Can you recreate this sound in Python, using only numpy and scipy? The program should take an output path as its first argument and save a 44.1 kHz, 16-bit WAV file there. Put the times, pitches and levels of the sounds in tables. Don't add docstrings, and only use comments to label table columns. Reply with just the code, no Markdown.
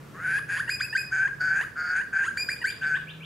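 import sys
import numpy as np
from scipy import signal
from scipy.fft import rfft, irfft, next_fast_len
from scipy.io import wavfile
from scipy.ndimage import map_coordinates

SR = 44100
rng = np.random.default_rng(int(sys.argv[2]) if len(sys.argv) > 2 else 0)


def unload_wav(signal):
    wavfile.write(
        sys.argv[1],
        SR,
        np.round(np.clip(np.atleast_2d(signal).T, -1, 1) * 32767).astype(np.int16),
    )


N = 143325
T = np.arange(N) / SR

# [f/Hz, gain/dB]
THROAT = [(760, -33), (1100, -18), (1330, -12.5), (1480, -1.5), (1590, 1), (1720, -0.5), (1900, -7.5),
          (2200, -17), (2500, -13.5), (2900, -15), (3900, -21), (4450, -11), (4900, -2), (5300, -30),
          (5900, -30), (7200, -11.5), (8400, -29.5), (10000, -27.5), (15000, -28)]
RASP_PARTIALS_DB = [-2.5, -2, -5, -23.5, -33]
# [f/Hz, level/dB]
BREATH_SHAPE = [(1000, -52.5), (2000, 13.5), (4000, -7.5), (5800, -19.5), (7000, 4.5), (10000, 7),
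                (13000, -6), (16000, -37)]
BREATH_DB = -29


def amp(db):
    return 10 ** (np.asarray(db) / 20)


def unit(x):
    return x / np.sqrt(np.mean(x ** 2) + 1e-20)


def along(points, hz):
    f, v = np.transpose(points)
    return np.interp(np.log(hz + 1), np.log(f + 1), v)


def wobble(rate_hz, size):
    knots = rng.standard_normal(size // 4 + 4)
    return map_coordinates(knots, [np.arange(size) * min(rate_hz / SR, 1 / 4)])


def coloured(x, points):
    m = 2 * next_fast_len(x.shape[-1])
    cepstrum = irfft(np.log(amp(along(points, np.fft.rfftfreq(m, 1 / SR)))))
    cepstrum[1:m // 2] *= 2
    cepstrum[m // 2 + 1:] = 0
    response = np.exp(rfft(cepstrum))
    return irfft(rfft(x, m) * response)[..., :x.shape[-1]]


def clock(length_s):
    return np.arange(int(length_s * SR)) / SR


def gate(t, length_s, attack_s, release_s):
    ramp = np.minimum(t / attack_s, (length_s - t) / release_s)
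    return np.sin(np.pi / 2 * np.clip(ramp, 0, 1)) ** 2


def partials(pitch_hz, levels_db):
    phase = 2 * np.pi * np.cumsum(pitch_hz) / SR
    return np.sqrt(2) * sum(amp(db) * np.sin(k * phase) for k, db in enumerate(levels_db, 1))


def add(track, start_s, sound):
    i = round(start_s * SR)
    track[i:i + len(sound)] += sound[:N - i]


def rumble():
    # [f/Hz, level/dB]
    spectrum = [(20, -28), (40, -13.5), (58, -6.5), (80, -7.5), (125, -0.5), (180, -2), (260, -6),
                (450, -7), (750, -16.5), (1300, -12), (2500, -21.5), (4000, -27.5), (13000, -34),
                (15500, -37)]
    # [f/Hz, correlation]
    alike = [(30, 0.41), (120, 0.89), (300, 0.69), (9000, 0.53)]
    # [t/s, level/dB]
    swell_course = [(0.0, -65.5), (0.03, -58.5), (0.87, -51), (0.98, -67), (1.01, -54.5), (3.25, -55.5)]
    level_db, wander_db = -49.5, 1.2
    correlation = along(alike, np.fft.rfftfreq(N, 1 / SR))
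    angle = np.arccos(np.clip(correlation, -1, 1)) / 2
    noise = rfft(rng.standard_normal((2, N)))
    mid, side = irfft(noise * [np.cos(angle), np.sin(angle)], N)
    stereo = unit(coloured(np.array([mid + side, mid - side]), spectrum))
    stereo = stereo * amp(level_db + wander_db * wobble(4.84, N))
    deep = signal.sosfiltfilt(signal.butter(2, 130, fs=SR, output='sos'), stereo)
    s, swell_db = np.transpose(swell_course)
    swell_gain = amp(np.interp(T, s, swell_db - swell_db.mean()))
    return stereo + deep * (swell_gain - 1)


def far_engine():
    # [start/s, end/s, first pitch/Hz, last pitch/Hz, level/dB]
    pulls = [(-.2, 0.614, 139, 154.5, -48.5), (0.244, 1.656, 117, 145.2, -49.5),
             (2.721, 3.45, 147, 166, -49)]
    engine_partials_db = [-1.5, -27.5]
    fade_s = 0.15
    engine = np.zeros(N)
    for start, end, hz0, hz1, db in pulls:
        pitch = hz0 + (hz1 - hz0) * (T - start) / (end - start)
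        pitch = pitch * (1 + 0.0072 * wobble(11, N))
        level = amp(db + 2.4 * wobble(9.4, N))
        engine += partials(pitch, engine_partials_db) * gate(T - start, end - start, fade_s, fade_s) * level
    return engine


def far_bird():
    # [end/s, length/s, level/dB]
    chirps = [(2.586, 0.06, -62), (2.722, 0.058, -46), (2.847, 0.048, -49.5), (2.974, 0.044, -44.5),
              (3.117, .052, -44.5), (3.264, 0.065, -47)]
    low_hz, top_hz, bend = 2254, 4365, 1.8
    out = np.zeros(N)
    for end, length, db in chirps:
        t = clock(length)
        pitch = low_hz + (top_hz - low_hz) * (t / length) ** bend
        pitch = pitch * (1 + 0.018 * wobble(682, len(t)))
        add(out, end - length, partials(pitch, [db]) * gate(t, length, 0.012, 0.014))
    return out


def bill_snap():
    start_s, level_db, t60_s = 1.612, -31, 0.022
    out, t = np.zeros(N), clock(0.025)
    noise = rng.standard_normal(len(t))
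    click = unit(coloured(noise, [(200, -10.5), (2000, 3), (5000, -17.5), (14000, -30.0)]))
    add(out, start_s, click * amp(level_db - 60 * t / t60_s))
    return out


def lead_ins():
    # [start/s, length/s, first pitch/Hz, last pitch/Hz, level/dB]
    notes = [(.675, 0.018, 912, 964, -23), (0.797, 0.01, 997, 1237, -21), (0.924, 0.022, 847, 957, -24),
             (2.613, 0.021, 953, 909, -24)]
    breath_trim_db = -4
    voice, breath = np.zeros(N), np.zeros(N)
    for start, length, hz0, hz1, db in notes:
        t = clock(length)
        pitch = (hz0 + (hz1 - hz0) * t / length) * (1 + 0.025 * wobble(600, len(t)))
        effort = amp(db) * gate(t, length, 0.0052, 0.003)
        add(voice, start, effort * partials(pitch, RASP_PARTIALS_DB))
        air = unit(coloured(rng.standard_normal(len(t)), BREATH_SHAPE))
        add(breath, start, effort * amp(breath_trim_db) * air)
    return coloured(voice, THROAT) + amp(BREATH_DB) * breath


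def whistles():
    # [start/s, length/s, low pitch/Hz, top pitch/Hz,
    # sweep middle after start/s, sweep time constant/s, level/dB, overtone trim/dB,
    # pitch drift after the sweep middle/(share per s), roughness 0-1]
    notes = [(0.689, 0.079, 1188, 2498, 0.0084, 0.0038, -15, -1, 0, 1),
             (0.803, 0.061, 1327, 2488, 0.011, .0035, -16, -0.5, 0.5, 0.57),
             (0.948, 0.082, 1522, 2577, .022, 0.00381, -14.5, -2, -0.83, 0.55),
             (2.368, 0.072, 1366, 2374, 0.0065, 0.0012, -14.5, -1.5, 0.42, 0.57),
             (2.484, .061, 1153, 2346, 0.0082, 0.0053, -15.5, -5.5, 1, 0.94),
             (2.639, 0.075, 1497, 2181, .019, 0.0037, -15.5, -3, 2, 1.0)]
    whistle_partials_db = [-4.5, -14.5, -17.5, -13, -17, -35]
    attack_s, release_s, breath_fade_s = 0.0053, 0.0085, .04
    jitter, waver = .012, .008
    shimmer_db, sweep_gain_db = 2.6, 1
    first_db, *overtones_db = whistle_partials_db
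    voice, breath = np.zeros(N), np.zeros(N)
    for start, length, low_hz, top_hz, middle, sweep, db, overtone_db, drift, rough in notes:
        t = clock(length)
        n = len(t)
        risen = 1 / (1 + np.exp((middle - t) / sweep))
        flutter = rough * risen * jitter * wobble(600, n) + waver * wobble(67, n)
        pitch = low_hz + (top_hz - low_hz) * risen
        pitch = pitch * (1 + flutter + drift * np.maximum(t - middle, 0))
        shimmer = rough * shimmer_db * risen * wobble(258, n)
        effort = amp(db + sweep_gain_db * (risen - 0.5) + shimmer) * gate(t, length, attack_s, release_s)
        levels_db = [first_db, *(np.array(overtones_db) + overtone_db)]
        add(voice, start, effort * partials(pitch, levels_db))
        air = unit(coloured(rng.standard_normal(n), BREATH_SHAPE))
        near_sweep = np.exp(-np.abs(t - middle) / breath_fade_s)
        add(breath, start, rough * effort * risen * near_sweep * air)
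    return coloured(voice, THROAT) + amp(BREATH_DB) * breath


def upper_resonances(pitch, throb, t, upper, buzz_hz, bill):
    # [f/Hz, level/dB]
    band_shapes = [
        [(3000, -26), (4200, -25), (4550, 4.5), (4750, 0), (5100, -8), (6000, -28.5)],
        [(4600, -33), (5900, 1.5), (6750, 9), (7700, -12), (8500, 1.5), (9800, -39.5)],
        [(7000, -8), (8800, -15), (9900, 0.5), (11200, -9.5), (12500, -23), (15500, -35)],
    ]
    trim_db, noise_db, grain_db, surge_db = -1, -9, 3.2, 1.4
    n = len(pitch)
    fizz = unit(partials(pitch, np.zeros(16))) + amp(noise_db) * rng.standard_normal(n)
    fizz = fizz * throb
    s, *levels = np.transpose(upper)
    treble = np.zeros(n)
    for shape, level_db, shift in zip(band_shapes, levels, (1, 1, bill)):
        grain = amp(grain_db * wobble(2 * buzz_hz, n) + surge_db * wobble(45, n))
        band = unit(coloured(fizz * grain, np.array(shape) * [shift, 1]))
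        treble += band * amp(trim_db + np.interp(t, s, level_db))
    return treble


def rasps():
    # [first level/dB, last level/dB, buzz/Hz, roughness 0-1,
    # bill tuning of the highest resonance/ratio]
    calls = [(-30, -19, 170, 0.783, 0.984), (-25.5, -20.5, 171, 0.93, 0.99), (-21.5, -19, 163, 0.69, .9),
             (-20.5, -20.5, 157, 0.787, 1.045), (-22, -21, 155, 0.9, .92), (-22, -21, 160, 0.84, 0.925),
             (-23.5, -20, 147, 0.78, 0.8)]
    # [t/s, f/Hz]
    pitch_courses = [
        [(.130, 512), (.235, 724), (.32, 779), (.381, 843), (.398, 1330)],
        [(.478, 782), (.565, 842), (.592, 1122), (.603, 1594), (.616, 1930)],
        [(1.108, 692.5), (1.132, 779), (1.2, 760.5), (1.271, 816.4), (1.287, 1195)],
        [(1.394, 749), (1.55, 770.5), (1.6, 810), (1.629, 1011), (1.643, 1410)],
        [(1.752, 700), (1.91, 708.2), (2.0, 800), (2.024, 1034)],
        [(2.118, 764.3), (2.235, 819), (2.26, 1071), (2.267, 1333), (2.278, 1368), (2.283, 1597), (2.294, 1580)],
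        [(2.806, 766.6), (2.944, 767.7), (2.966, 905), (2.979, 1265)],
    ]
    # [t/s, low level/dB, middle level/dB, high level/dB]
    upper_courses = [
        [(0.15, -85, -74, -90), (0.22, -83, -66, -61.5), (0.304, -59, -70, -50), (0.395, -61.5, -66, -49)],
        [(0.49, -69, -55.5, -58), (0.512, -54, -53.5, -47.5), (0.586, -56.5, -59, -51),
         (0.598, -46.5, -55.5, -42), (0.615, -69, -65, -55)],
        [(1.12, -59, -51.5, -65), (1.2, -58.5, -52.5, -58.5), (1.28, -81, -55.5, -63.5)],
        [(1.405, -43.5, -59, -79), (1.427, -43.5, -53, -75.5), (1.515, -52.5, -57.5, -71),
         (1.569, -66, -51, -61), (1.64, -84, -55, -52.5)],
        [(1.765, -57.5, -62.5, -78), (1.799, -47.5, -61, -78), (1.913, -48.5, -58.5, -74),
         (1.975, -75, -50.5, -51.5), (2.02, -79, -52.5, -58.5)],
        [(2.13, -73, -58, -72), (2.156, -61, -55.5, -63), (2.168, -55.5, -55.5, -64.5), (2.278, -77, -49, -49),
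         (2.29, -71, -57, -64)],
        [(2.815, -67, -56, -90), (2.839, -62, -63.5, -60.5), (2.873, -51, -57.5, -60),
         (2.911, -59.5, -57.5, -72), (2.975, -77, -61.5, -57)],
    ]
    flick_partials_db = [4, -9, -27.5, -28, -28.5]
    flick_from_hz, flick_to_hz = 900, 1390
    buzz_swing, jitter, pitch_wander = .08, .02, .016
    buzz_depth, buzz_overtone, surge_db = .45, .35, 1.4
    clear_s, clearing_s, clear_push_db = .028, .006, 2
    attack_s, release_s, upper_release_s = .022, 0.0035, .008
    trim_db, noise_db, fade_s, fade_db = -1, -5.5, 0.038, 6
    open_db, brightening = -51, 0.37
    low, high = np.zeros(N), np.zeros(N)
    for (db0, db1, buzz_hz, rough, bill), course, upper in zip(calls, pitch_courses, upper_courses):
        times, hz = np.transpose(course)
        start, length = times[0], times[-1] - times[0]
        t = clock(length)
        n = len(t)
        to_end = t - length
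        note = np.interp(start + t, times, hz)

        shake = rough / (1 + np.exp((to_end + clear_s) / clearing_s))
        cycle = 2 * np.pi * np.cumsum(buzz_hz * (1 + .035 * wobble(110, n))) / SR
        buzz = np.sin(cycle) + buzz_overtone * np.sin(2 * cycle)
        buzz = buzz * amp(surge_db * wobble(buzz_hz, n))
        bend = buzz_swing * buzz + jitter * wobble(900, n) + pitch_wander * wobble(70, n)
        pitch = note * (1 + shake * bend)
        throb = 1 + shake * buzz_depth * np.cos(cycle)

        s, *levels = np.transpose(upper)
        bright_db = brightening * (np.interp(start + t, s, levels[-1]) - open_db)
        harsh_db = [db + bright_db * (k >= 2) for k, db in enumerate(RASP_PARTIALS_DB)]
        flick = np.clip((note - flick_from_hz) / (flick_to_hz - flick_from_hz), 0, 1)
        voice = (1 - flick) * partials(pitch, harsh_db) + flick * partials(pitch, flick_partials_db)
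        air_shape = [(500, -17), (1200, -4), (2300, 1), (3300, -24.5), (8000, -31.5)]
        air = unit(coloured(rng.standard_normal(n), air_shape))
        voice = voice + shake * amp(noise_db + bright_db) * air

        effort_db = trim_db + db0 + (db1 - db0) * t / length - fade_db * np.exp(to_end / fade_s)
        push = np.exp(-((to_end + clear_s) / (2 * clearing_s)) ** 2)
        effort_db = effort_db + clear_push_db * np.maximum(1 - 2 * flick, 0) * push
        effort_db = effort_db + shake * surge_db * wobble(buzz_hz / 2, n)
        add(low, start, voice * throb * gate(t, length, attack_s, release_s) * amp(effort_db))

        treble = upper_resonances(pitch, throb, start + t, upper, buzz_hz, bill)
        add(high, start, treble * gate(t, length, attack_s, upper_release_s))
    return coloured(low, THROAT) + high


def delayed(x, delay_s):
    return np.interp(T - delay_s, T, x, left=0)


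def trunk_echoes(bird):
    # [f/Hz, gain/dB]
    far_trunk = [(1600, -25), (2500, -15), (3000, -34), (4400, -28), (4950, -7), (6000, -22)]
    near = amp(-17) * delayed(bird, .0322)
    return near + delayed(coloured(bird, far_trunk), .072)


def scatter(x, decay):
    spread = .62
    hz, t, z = signal.stft(rng.standard_normal((2, SR)), SR, nperseg=256)
    fall = amp(-60 * t / along(decay, hz)[:, None])
    mid, side = signal.istft(z * fall, SR, nperseg=256)[1]
    tail = np.array([mid + spread * side, mid - spread * side])
    return signal.fftconvolve(x[None], tail / np.linalg.norm(tail[0]), axes=1)[:, :N]


def scene():
    # [f/Hz, gain/dB]
    turned_away = [(3500, 1), (7000, 4), (10000, 12), (15000, 17)]
    # [f/Hz, t60/s]
    trees = [(500, .5), (1600, .58), (3800, .45), (4950, .8), (6300, .42), (14000, .3)]
    foliage_db, foliage_t60_s, wood_db, pan_db = -17, 0.31, -11.5, -0.03
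    background = rumble() + far_engine()
    other = far_bird()
    bird = bill_snap() + lead_ins() + whistles() + rasps()
    outward = coloured(bird, turned_away)
    foliage = amp(foliage_db) * scatter(outward, [(1000, foliage_t60_s)])
    wood = scatter(amp(wood_db) * outward + other, trees)
    direct = bird * amp([[pan_db], [-pan_db]])
    return background + other + wood + foliage + trunk_echoes(bird) + direct


def record(dry):
    top_hz = 15750
    return irfft(rfft(dry) * (np.fft.rfftfreq(N, 1 / SR) < top_hz), N)


dry = scene()
out = record(dry)
unload_wav(out)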